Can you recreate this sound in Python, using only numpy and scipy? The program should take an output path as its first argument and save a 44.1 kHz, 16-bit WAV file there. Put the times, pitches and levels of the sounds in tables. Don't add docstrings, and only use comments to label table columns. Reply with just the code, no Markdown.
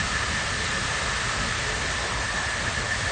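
import sys
import numpy as np
from scipy import signal
from scipy.fft import rfft, irfft, next_fast_len
from scipy.io import wavfile
from scipy.ndimage import uniform_filter1d, map_coordinates

SR = 44100
rng = np.random.default_rng(int(sys.argv[2]) if len(sys.argv) > 2 else 0)


def wav_record(signal):
    frames = np.transpose(np.atleast_2d(signal))
    bounded = np.clip(frames, -1, 1)
    quanta = np.round(bounded * 32767).astype(np.int16)
    wavfile.write(sys.argv[1], SR, quanta)


def voltage_ratio(level):
    return 10 ** (np.asarray(level, float) / 20)


N = 137151

# t/s, level/dB
SPLASH_SURGE = [(0.0, -32), (0.03, -33.5), (0.96, -33), (2.12, -34), (2.16, -36.5), (2.2, -34.5),
                (2.82, -34.5), (3.11, -34)]
# f/Hz, level/dB
SPLASH_COLOUR = [(500, -58), (900, -11.5), (1250, -5), (1600, -1.5), (2000, -1.5), (2400, -5.5),
                 (4500, -8.5), (4900, -10), (6900, -10.5), (8600, -13), (9000, -14), (9210, -31),
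                 (9280, -95)]
# t/s, level/dB
OUTLET_LEVEL = [(0, -36.5), (.7, -41.5), (1.3, -36.5), (1.7, -47), (2.4, -46.5), (3.11, -47.5)]
# t/s, level/dB
DRAIN_LEVEL = [(0, -53.5), (.55, -50), (.72, -40), (.9, -55), (1.8, -49.5), (2.1, -60.5), (3.11, -59)]


def water():
    spray = patchy(depth_db=0.63) + voltage_ratio(-10) * droplets()
    whole_over_treble_db = 3.5
    splash_db = curve(SPLASH_SURGE) + whole_over_treble_db + 0.24 * wobble(9)
    splash = voltage_ratio(splash_db) * coloured(spray, SPLASH_COLOUR)
    outlet = voltage_ratio(curve(OUTLET_LEVEL) + 0.91 * wobble(9)) * resonant(hz=1265, width_hz=250)
    drain = voltage_ratio(curve(DRAIN_LEVEL) + 2.8 * wobble(7)) * resonant(hz=425, width_hz=60)
    return splash + outlet + drain


def droplets():
    drops_per_s, middle_hz, spread, decay_cycles, size_range_db = 5000, 3500, 0.6, 3, 8
    when, pitch, size = rng.random((3, int(drops_per_s * N / SR)))
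    scatter = np.log(pitch / (1 - pitch)) / 2
    hz = np.clip(middle_hz * np.exp(spread * scatter), 600, 12000)[:, None]
    sample = np.arange(128)
    cycles = hz * sample / SR
    grains = np.sin(2 * np.pi * cycles) * np.exp(-2 * cycles / decay_cycles)
    grains = grains * voltage_ratio(size_range_db * size)[:, None]
    places = (when * N).astype(int)[:, None] + sample
    x = np.bincount(places.ravel(), grains.ravel(), minlength=N)[:N]
    return unit(np.diff(x, prepend=0))


def machinery():
    return rumble() + roar()


# t/s, level/dB
RUMBLE_SURGE = [(0.0, -29.5), (0.1, -37), (0.13, -32.5), (0.27, -35), (0.31, -29.5), (0.41, -36),
                (0.56, -33), (0.8, -34.5), (0.83, -33), (1.01, -39), (1.03, -32), (1.22, -37), (1.28, -31),
                (1.31, -39.5), (1.4, -30), (1.53, -34.5), (2.04, -34.5), (2.08, -40), (2.15, -30.5),
                (2.32, -37), (2.36, -32), (2.44, -37), (2.48, -31), (2.51, -38), (2.68, -31), (2.71, -37.5),
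                (2.8, -31.5), (2.87, -37.5), (3.08, -31.5), (3.11, -44)]
# f/Hz, level/dB
RUMBLE_COLOUR = [(12, -50), (22, -22.5), (32, -14.5), (47, -1.5), (62, 0.5), (85, -4), (105, -2), (145, -8),
                 (200, -10.5), (290, -16), (360, -33), (500, -68.5)]


def rumble():
    steady = evened(coloured(rng.standard_normal(N), RUMBLE_COLOUR))
    return voltage_ratio(curve(RUMBLE_SURGE) + 0.69 * wobble(6.9)) * steady


# t/s, level/dB
ROAR_SURGE = [(0.0, -41), (0.65, -37.5), (1.86, -37), (2.23, -34.5), (2.26, -39.5), (2.31, -36.5),
              (3.0, -37.5), (3.11, -35)]
# f/Hz, level/dB
ROAR_COLOUR = [(200, -49.5), (330, -8), (420, -5.5), (510, -4), (585, -1), (780, -4), (1000, -3),
               (1300, -4), (2000, -49)]


def roar():
    noise = coloured(patchy(depth_db=1.63), ROAR_COLOUR)
    return voltage_ratio(curve(ROAR_SURGE) + 1.4 + 0.59 * wobble(7.9)) * noise


# t/s, level/dB
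WHINE_LEVEL = [(0.0, -32), (0.08, -39.5), (0.14, -28.5), (0.3, -34.5), (0.34, -31), (0.44, -35),
               (0.56, -34.5), (2.1, -34), (2.62, -29.5), (2.63, -45), (2.68, -25), (2.7, -44),
               (2.81, -29.5), (2.85, -42), (2.92, -28), (2.99, -42.5), (3.02, -32), (3.11, -34)]
# offset/shaft turns, level/dB
SIDEBANDS = [(-2, -7), (-1, -6), (0, 0), (1, -10)]


def pump():
    whine_hz, shaft_hz, waver_hz = 1776, 33.5, 1.6
    t = np.arange(N) / SR
    drift = np.cumsum(waver_hz * wobble(12)) / SR
    tones = np.zeros(N)
    for turns, db in SIDEBANDS:
        cycles = (whine_hz + turns * shaft_hz) * t + drift + rng.random()
        tones += voltage_ratio(db + 2.5 * wobble(19)) * np.sin(2 * np.pi * cycles)
    halo = voltage_ratio(0.77 * wobble(9)) * resonant(hz=1762, width_hz=190)
    whine = voltage_ratio(-5.5) * unit(tones) + voltage_ratio(-2) * unit(halo)
    return voltage_ratio(curve(WHINE_LEVEL)) * whine + thin_tone()


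# t/s, level/dB
THIN_LEVEL = [(0, -43.5), (1.3, -48), (1.9, -64), (3.11, -52)]


def thin_tone():
    t = np.arange(N) / SR
    return voltage_ratio(curve(THIN_LEVEL) + 0.95 * wobble(8.1)) * np.sin(2 * np.pi * 2056 * t)


def unit(x):
    return x / np.sqrt(np.mean(x ** 2) + 1e-20)


def curve(rows):
    s, value = np.transpose(rows)
    return np.interp(np.arange(N) / SR, s, value)


def wobble(rate):
    knots = rng.standard_normal(int(N * rate / SR) + 4)
    return map_coordinates(knots, [np.arange(N) * rate / SR])


def filtered(x, response):
    m = next_fast_len(N + 8192)
    return irfft(rfft(x, m) * response(np.fft.rfftfreq(m, 1 / SR)), m)[:N]


def coloured(x, points):
    f, db = np.transpose(points)

    def response(hz):
        return voltage_ratio(np.interp(np.log(hz + 1), np.log(f + 1), db, -120, -120))

    return unit(filtered(x, response))


def resonant(hz, width_hz):
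    noise = rng.standard_normal(N)
    return unit(filtered(noise, lambda f: 1 / (1 + (2 * (f - hz) / width_hz) ** 2)))


def patchy(depth_db):
    z = signal.stft(rng.standard_normal(N + 512), nperseg=512)[2]
    field = uniform_filter1d(rng.standard_normal(z.shape), size=6, axis=0)
    field = uniform_filter1d(field, size=12, axis=1)
    return unit(signal.istft(z * voltage_ratio(depth_db * unit(field)), nperseg=512)[1][:N])


def evened(x):
    window_s, evenness = 0.04, 0.9
    size = int(window_s * SR)
    power = np.abs(uniform_filter1d(uniform_filter1d(x ** 2, size), size))
    return unit(x / (power + 1e-3) ** (evenness / 2))


# f/Hz, share of the time
SILENT_SHARE = [(3000, .002), (4700, .02), (7000, 0.045), (8600, 0.079), (8900, .2), (9100, .6),
                (9300, .75)]


def flicker(x):
    hz, _, z = signal.stft(x, SR, nperseg=1024)
    bins, frames = z.shape[-2:]
    dice = rng.random((bins // 4 + 1, frames // 3 + 1))
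    dice = dice.repeat(4, 0).repeat(3, 1)[:bins, :frames]
    share = np.clip(np.interp(hz, *np.transpose(SILENT_SHARE), left=0), 0, 1)
    return signal.istft(z * (dice > share[:, None]), SR, nperseg=1024)[1][..., :N]


def scene():
    return np.tile(water() + machinery() + pump(), (2, 1))


def top_cut(x):
    return signal.sosfilt(signal.butter(12, 9970, fs=SR, output="sos"), x)


def record(dry):
    mix = flicker(dry)
    return top_cut(mix)


dry = scene()
out = record(dry)
wav_record(out)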